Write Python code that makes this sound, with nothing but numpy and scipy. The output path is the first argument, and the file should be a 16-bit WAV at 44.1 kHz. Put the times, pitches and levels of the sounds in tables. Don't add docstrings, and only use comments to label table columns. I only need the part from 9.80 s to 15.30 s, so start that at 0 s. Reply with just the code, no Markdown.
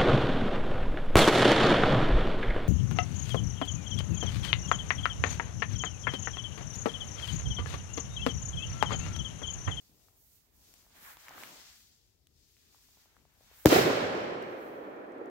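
import sys
import numpy as np
from scipy import signal
from scipy.fft import rfft, irfft
from scipy.io import wavfile

SR = 44100
rng = np.random.default_rng(int(sys.argv[2]) if len(sys.argv) > 2 else 0)


def to_wav(s):
    ch = np.atleast_2d(s).T
    pcm = np.round(np.clip(ch, -1, 1) * 32767)
    wavfile.write(sys.argv[1], SR, pcm.astype(np.int16))


def convert_level_to_amplitude(level_db):
    exponent = np.asarray(level_db, float) / 20
    return 10 ** exponent


N = 242538
T = np.arange(N) / SR
STEP = 32
SLOW = T[::STEP]


def at_pitch(points, hz):
    table = np.array(points)
    return np.interp(np.log(hz), np.log(table[:, 0]), table[:, 1])


def in_time(rows):
    s, *columns = np.transpose(rows)
    return np.array([np.interp(SLOW, s, column) for column in columns])


def drift(rate_hz):
    r = np.exp(-2 * np.pi * STEP * rate_hz / SR)
    settle = 2000
    white = rng.standard_normal(len(SLOW) + settle)
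    slow = signal.lfilter([1], [1, -2 * r, r * r], white)[settle:]
    return slow / slow.std()


def sides(pan_db):
    return convert_level_to_amplitude(np.array([.5 * pan_db, -.5 * pan_db]))


def add(out, sound, s):
    i = round(s * SR)
    out[:, i:i + sound.shape[1]] += sound[:, :N - i]


def resonance(x, hz, width_hz):
    r = np.exp(-np.pi * width_hz / SR)
    top = (1 - r * r) / 2
    return signal.lfilter([top, 0, -top], [1, -2 * r * np.cos(2 * np.pi * hz / SR), r * r], x)


def bump(s, width_s):
    return np.exp(-((SLOW - s) / width_s) ** 2)


BAND_EDGES = 17000 / 2 ** np.arange(9.2, -.1, -.4)


def bands(white, colour, alike_table, levels_db, level_hz, patchy_db, flicker_hz, top_loss=0):
    t = T[N - white.shape[-1]:]
    centres, widths = np.sqrt(BAND_EDGES[1:] * BAND_EDGES[:-1]), np.diff(BAND_EDGES)
    place = np.interp(np.log(centres), np.log(level_hz), np.arange(len(level_hz)))
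    power = convert_level_to_amplitude(at_pitch(colour, centres)) ** 2 * widths
    sums = np.bincount(np.round(place).astype(int), power, len(level_hz))
    lift = levels_db - 10 * np.log10(sums + 1e-12)[:, None]
    out, together = 0, drift(flicker_hz)
    for k in np.flatnonzero((centres > colour[0][0]) & (centres < colour[-1][0])):
        band = signal.butter(2, BAND_EDGES[k:k + 2], "band", fs=SR, output="sos")
        mid, side = signal.sosfilt(band, white[k % 2])
        low = min(int(place[k]), len(level_hz) - 2)
        db = lift[low] + (place[k] - low) * (lift[low + 1] - lift[low])
        db = db + at_pitch(colour, centres[k])
        db = db - top_loss * max(np.log2(centres[k] / level_hz[-1]), 0)
        patches = patchy_db * (0.31 * together + 0.65 * drift(flicker_hz))
        gain = convert_level_to_amplitude(db + patches) * np.sqrt(SR / 2)
        alike = np.clip(at_pitch(alike_table, centres[k]), -.9, 1)
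        side = side * np.sqrt((1 - alike) / (1 + alike))
        out = out + np.interp(t, SLOW, gain) * np.array([mid + side, mid - side])
    return np.pad(out, ((0, 0), (N - len(t), 0)))


# [f/Hz, level/dB per Hz]
RUMBLE_COLOUR = [(13, -34), (22, 1), (69, 1.5), (134, -8), (183, -12), (289, -12), (500, -18.5), (650, -46),
                 (1100, -120)]
# [f/Hz, likeness -1..1]
NEAR_ALIKE = [(60, 0.81), (240, 0.55), (950, 0.3), (3770, -0.16), (15000, 0.11)]
# [f/Hz, level/dB]
HISS = [(240, -14.5), (400, -29), (644, 11.5), (1620, -13), (1920, 0), (3500, -19), (6570, -1.5), (9370, 4),
        (15800, 4)]
HISS_DB = -79.5
RUMBLE_DB, RUMBLE_PAN_DB, RUMBLE_SINK_DB_PER_S = -72.5, 6.0, 5.5


def background():
    level = RUMBLE_DB - RUMBLE_SINK_DB_PER_S * np.maximum(SLOW - FRONTS[0][0], 0)
    levels = np.array([level, level])
    white = rng.standard_normal((2, 2, N))
    rumble = bands(white, RUMBLE_COLOUR[:-1], NEAR_ALIKE, levels, [1000, 2000], 3.2, 6.1)
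    colour = convert_level_to_amplitude(at_pitch(HISS, np.arange(N // 2 + 1) * SR / N + 1))
    hiss = irfft(rfft(rng.standard_normal((2, N))) * colour, N)
    return rumble * sides(RUMBLE_PAN_DB)[:, None] + convert_level_to_amplitude(HISS_DB) * hiss / hiss.std()


# [start t/s, hold t/s, level/dB,
# rub f/Hz, t/s to fade 20 dB]
MOVES = [(0.0, 0.017, -70, 5130, .4), (0.0, 0.29, -72, 13000, .2), (0.103, 0.28, -79.5, 610, .2),
         (0.197, 0.085, -74.5, 4960, 0.25), (0.382, 0.184, -66, 13800, 0.19),
         (0.534, 0.0355, -75.5, 4500, .35), (0.75, 0.32, -68.5, 13500, .12), (0.84, .15, -67.5, 5500, .2),
         (0.977, .05, -76, 810, 1.5), (1.255, .06, -55.5, 1710, .12), (1.23, .09, -55.5, 12600, .09),
         (1.4, 0.055, -60.5, 8000, .1), (1.5, .13, -56, 1200, 0.27), (1.59, 0.0376, -57.5, 13000, 0.35),
         (1.617, 0.27, -58.5, 5540, 0.4), (1.677, 0.094, -63, 596, 0.11), (2.073, 0.069, -73.5, 5580, 0.55),
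         (2.595, 0.256, -71, 5540, 0.36), (2.935, .28, -67, 7500, 0.25), (2.938, .02, -81, 600, .15),
         (3.176, 0.18, -77, 1060, .3), (3.4, .15, -76, 7570, 0.8), (3.633, 0.108, -69, 4100, 0.2),
         (3.772, .12, -59, 12800, 0.16),
         (3.72, .15, -69, 1350, 0.27),
    (4.33, .06, -72, 13500, 0.22),
    (4.64, 0.096, -77, 13500, .1),
    (4.82, 0.034, -69, 13500, 0.43),
         (0.0, .03, -76, 350, .1), (1.17, .04, -66, 1300, .15), (1.1, .06, -72, 5000, .2),
         (1.17, .05, -62, 11000, .15), (3.5, .05, -79, 1300, .15), (0.1, .06, -72, 220, .1),
         (0.8, .15, -77.5, 300, .2), (1.15, .08, -71, 300, .2), (1.56, .17, -64.5, 200, .15),
         (1.82, .1, -69, 1500, .15), (1.4, .05, -69, 1900, .1), (2.8, .3, -79, 2600, .2),
         (2.9, .05, -77, 300, .1), (3.38, .04, -72, 300, .08), (3.58, .08, -75, 550, .15),
         (2.68, .2, -77.5, 14000, .2), (3.58, 0.11, -73, 14000, .2), (1.95, 0.063, -68.5, 13000, .2)]
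# [t/s, left-right level/dB]
CLOTH_PAN = [(0.0, -2.0), (0.23, 5), (0.43, -2.5), (0.69, -3), (0.98, 3), (1.11, -0.5), (2.61, 5),
             (3.24, 0.5), (3.47, 3.5), (3.8, 0.5)]
CLOTH_HZ = [220, 650, 1550, 5000, 13000]
# [f/Hz, level/dB per Hz]
CLOTH_COLOUR = [(88, -32), (150, 0.5), (169, -4), (291, -1.5), (405, -6), (866, -1.5), (1160, -2),
                (1470, -0.5), (2740, -6), (7250, -10), (9520, -15.5), (11800, -14), (15800, -12)]
RISE_SHARE = 0.519
RUB_DB_PER_OCT2 = 5.5


def cloth():
    power = convert_level_to_amplitude(-97) ** 2
    for s, hold, db, hz, fade in MOVES:
        before, after = (s - SLOW) / RISE_SHARE, SLOW - s - hold
        away = np.maximum(np.maximum(before, after), 0) / fade
        octaves_off = np.log2(np.c_[CLOTH_HZ] / hz)
        power = power + convert_level_to_amplitude(db - 20 * away - RUB_DB_PER_OCT2 * octaves_off ** 2) ** 2
    levels = 10 * np.log10(power) - .3
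    grain = rng.standard_normal((2, 2, N)) * convert_level_to_amplitude(1.5 * rng.exponential(1, N))
    noise = bands(grain / grain.std(), CLOTH_COLOUR, NEAR_ALIKE, levels, CLOTH_HZ, 1.1, 18.6)
    return noise * sides(np.interp(T, *np.transpose(CLOTH_PAN)))


# [t/s, peak level/dB, f/Hz, left-right level/dB]
TICKS = [(0.284, -58.5, 1165, -9.5), (1.065, -58.5, 830, -4), (1.508, -43.5, 810, -0.5),
         (1.577, -46, 653, 0.5), (1.58, -39, 1310, -2), (1.604, -47, 1390, 0.5), (1.625, -43, 851, 0),
         (1.647, -52.5, 1170, 2.5), (1.683, -50, 735, 5), (1.707, -59.5, 886, 4.0), (1.797, -51, 869, 6),
         (2.946, -56, 990, 11), (3.087, -63.5, 786, 5.5), (3.171, -58, 743, 1.5), (3.257, -58.5, 790, 2.0),
         (3.366, -52, 1230, 7.5), (3.452, -56, 734, 0.5), (3.608, -56.5, 557, 6), (3.713, -56.5, 516, 4.5),
         (1.369, -50, 950, -2.5), (1.105, -62, 900, 0),
         (0.9386, -47, 4880, 3), (1.3693, -48, 3580, 2.5), (1.483, -36.5, 2120, 2.5),
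         (1.6348, -32.5, 2090, -0.5), (2.4698, -53, 3300, 2), (2.7671, -57, 2370, 8.5),
         (1.492, -43, 6240, 4), (4.6114, -65, 8790, 8.5), (4.6224, -56, 8410, 10.5),
         (4.626, -49.5, 5920, 2.0), (5.1627, -67.5, 6240, 6.0), (5.3208, -64, 6420, 6),
         (5.383, -66.5, 7880, 9.0), (5.458, -62.5, 6360, 17)]
# [f/Hz, level/dB]
SNAP_SHARE = [(1200, -18), (2200, -8), (4000, 0.5), (7000, -5.5)]


def ticks():
    t, out = T[:SR // 40], np.zeros((2, N))
    for s, db, hz, pan_db in TICKS:
        swell = .00008 + .33 / hz
        ring = np.sin(2 * np.pi * hz * t) * t / swell * np.exp(1 - t / swell)
        snap = convert_level_to_amplitude(at_pitch(SNAP_SHARE, hz)) * rng.standard_normal((2, len(t))) * np.exp(-t / 0.0015)
        add(out, convert_level_to_amplitude(db + 1.5) * (ring + snap) * sides(pan_db)[:, None], s + .0007)
    return out


# [t/s, level/dB]
ROLL = [(3.865, -11), (3.885, -34.5), (3.91, -24), (3.96, -23), (4.05, -27.5), (4.2, -31), (4.4, -33.5),
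        (4.9, -43.5), (5.47, -53)]
ROLL_HZ = [135, 290, 1800, 5000]
ROLL_BAND_DB = [-13, -3.5, -8, -11]
# bass leaks between trunks, air eats treble [level/dB per s]
ROLL_LOSS_DB_PER_S = [11, -2, 4, 26.5]
FAR_GAIN_DB_PER_S = [15, 15.5, 15, 3]
# [f/Hz, level/dB per Hz]
ROLL_COLOUR = [(18, -60), (30, -28.5), (64, -22.5), (145, -4.5), (174, -9.5), (326, -1), (496, -0.5),
               (955, -14), (1150, -13.5), (1790, -14), (1940, -14.5), (6830, -32), (9600, -39.5),
               (12800, -34), (15800, -37)]
# [f/Hz, likeness -1..1]
ROLL_ALIKE = [(60, 0.91), (150, 0.95), (380, 0.68), (950, -0.48), (2380, 0.056), (5980, -0.14),
              (15000, 0.43)]
GAP_DB = [13, 8.5, -6.5, 8.5]
# [t/s, depth t/s, lift level/dB]
STANDS = [
    (3.927, 0.0087, 9.5),
    (3.966, .01, 9),
    (3.99, 0.009, 6),
    (4.073, 0.014, 10.5),
    (4.105, .01, 6),
    (4.2, .05, 1.5),
]
STAND_SHARE = [0.25, 0.89, .2, .05]
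GAP_S, GAP_WIDTH_S, FAR_SLOPE_S = 3.888, 0.0094, 4.88
AIR_LOSS = 39
ROLL_PAN_DB = -1.5


def roll():
    start = ROLL[0][0] - .005
    white = rng.standard_normal((2, 2, N - round(start * SR)))
    path = np.clip(SLOW - start - .15, -.05, None)
    stands = sum(db * bump(s, depth) for s, depth, db in STANDS)
    levels = in_time(ROLL) + np.c_[ROLL_BAND_DB] - np.c_[ROLL_LOSS_DB_PER_S] * path
    levels = levels + np.c_[FAR_GAIN_DB_PER_S] * np.maximum(SLOW - FAR_SLOPE_S, 0)
    levels = levels + np.c_[STAND_SHARE] * stands + np.c_[GAP_DB] * bump(GAP_S, GAP_WIDTH_S)
    noise = bands(white, ROLL_COLOUR, ROLL_ALIKE, levels, ROLL_HZ, 1.3, 24.7, AIR_LOSS * path)
    rise = np.clip((T - start) / .03, 0, 1)
    return rise * convert_level_to_amplitude(0.5) * sides(ROLL_PAN_DB)[:, None] * noise


# [t/s, peak level/dB, f/Hz, left-right level/dB]
ECHOES = [(3.911, -19, 448, 0.0), (3.924, -18, 350, -3), (3.936, -9, 520, -4.5), (3.947, -25.5, 813, -10),
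          (3.959, -2.5, 536.3, -4), (3.964, -3, 430, -3.5), (3.984, -5, 400, 4), (3.995, -19, 330, -5.5),
          (4.014, -11, 438, -5.5), (4.041, -21, 370, -7), (4.059, -16, 328, 5), (4.077, -11, 412.3, -19),
          (4.099, -10, 569, -4), (4.108, -18.5, 468, 1), (4.129, -14, 487, -1), (4.169, -16, 470, -7),
          (4.248, -17.5, 315, 0), (4.442, -18, 494, -8), (4.551, -22.5, 399, -8.5), (5.074, -25, 427, -1),
          (5.164, -28.5, 340, 0.5), (5.206, -29, 400, -1.5), (5.412, -24, 479, -6)]
ECHO_T60_S, ECHO_SMEAR = 0.027, 0.015


def echoes():
    t, out = T[:SR // 5], np.zeros((2, N))
    for (s, db, hz, pan_db), turn in zip(ECHOES, rng.random((len(ECHOES), 3))):
        t60 = ECHO_T60_S + ECHO_SMEAR * (s - FRONTS[0][0])
        ring = np.sin(2 * np.pi * (hz * t + turn[0]))
        ring = ring + .5 * np.sin(2 * np.pi * (1.695 * hz * t + turn[1:, None]))
        swell = 1 - np.exp(-t / 0.0021)
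        add(out, ring * convert_level_to_amplitude(db - 5.5 - 60 * t / t60) * swell * sides(pan_db)[:, None], s)
    return out


# [t/s, push level/dB, crackle level/dB]
FRONTS = [
    (3.8572, -12, -14),
    (3.85955, -8.5, -19),
    (3.8692, -22, -28),
    (3.8725, -22, -34),
]
# [f/Hz, level/dB, t60 t/s]
RECOIL = [
    (205, -10.5, .025),
    (305, -11, .13),
    (152, -19, .1),
]
# [f/Hz, level/dB, t60 t/s]
THUD = [
    (100, -23, .09),
    (72, -27, .12),
]
# [f/Hz, level/dB, t60 t/s]
HIGH_RING = (490, -14.5, .045)
# [t/s, f/Hz, left level/dB, right level/dB, swell t/s]
TREMOR = (3.8518, 500, -14, -26, .0024)
FRONT_S = .00082
PORT_HZ, PORT_WIDTH_HZ = 13300, 3500


def blast():
    t, body, crackle = T[:SR // 3], np.zeros((2, N)), np.zeros((2, N))
    for s, push_db, crackle_db in FRONTS:
        white = rng.standard_normal((2, len(t)))
        rough = 1.4 * sides(-4.5)[:, None] * resonance(white, PORT_HZ, PORT_WIDTH_HZ)
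        rough = rough + 1.3 * resonance(white, 4300, 4500)
        pressed = t < FRONT_S
        add(crackle, convert_level_to_amplitude(crackle_db) * rough * (pressed + 0.15 * np.exp(-t / 0.0026)), s)
        add(body, convert_level_to_amplitude(push_db) * pressed * np.ones((2, 1)), s)

    recoil = sum(-convert_level_to_amplitude(db - 60 * t / t60) * np.cos(2 * np.pi * hz * t) for hz, db, t60 in RECOIL)
    recoil += sum(convert_level_to_amplitude(db - 60 * t / t60) * np.sin(2 * np.pi * hz * t) for hz, db, t60 in THUD)
    hz, db, t60 = HIGH_RING
    recoil -= convert_level_to_amplitude(db - 60 * t / t60) * np.sin(2 * np.pi * hz * t)
    add(body, recoil * sides(1.2)[:, None], FRONTS[0][0] + FRONT_S)

    s, hz, left_db, right_db, swell = TREMOR
    tremor = (t / swell) ** 2 * np.exp(2 - 2 * t / swell) * np.sin(2 * np.pi * hz * t)
    add(body, tremor * convert_level_to_amplitude(np.array([[left_db], [right_db]])), s)

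    rounded = signal.sosfilt(signal.butter(2, 2200, fs=SR, output="sos"), body)
    return signal.sosfilt(signal.butter(1, 60, "high", fs=SR, output="sos"), rounded) + crackle


def scene():
    return background() + cloth() + ticks() + roll() + echoes() + blast()


def band_limit(x):
    return signal.sosfilt(signal.butter(12, 16450, fs=SR, output="sos"), x)


DIP_HZ, DIP_WIDTH_HZ, DIP_SHARE = 9850, 1200, .45


def record(dry):
    cut = signal.sosfilt(signal.butter(4, 40, "high", fs=SR, output="sos"), dry)
    cut = cut - DIP_SHARE * resonance(cut, DIP_HZ, DIP_WIDTH_HZ)
    cut = signal.sosfilt(signal.ellip(12, .5, 70, 15800, fs=SR, output="sos"), cut)
    mix = np.clip(cut, -.97, .97)
    return band_limit(mix)


dry = scene()
out = record(dry)
to_wav(out)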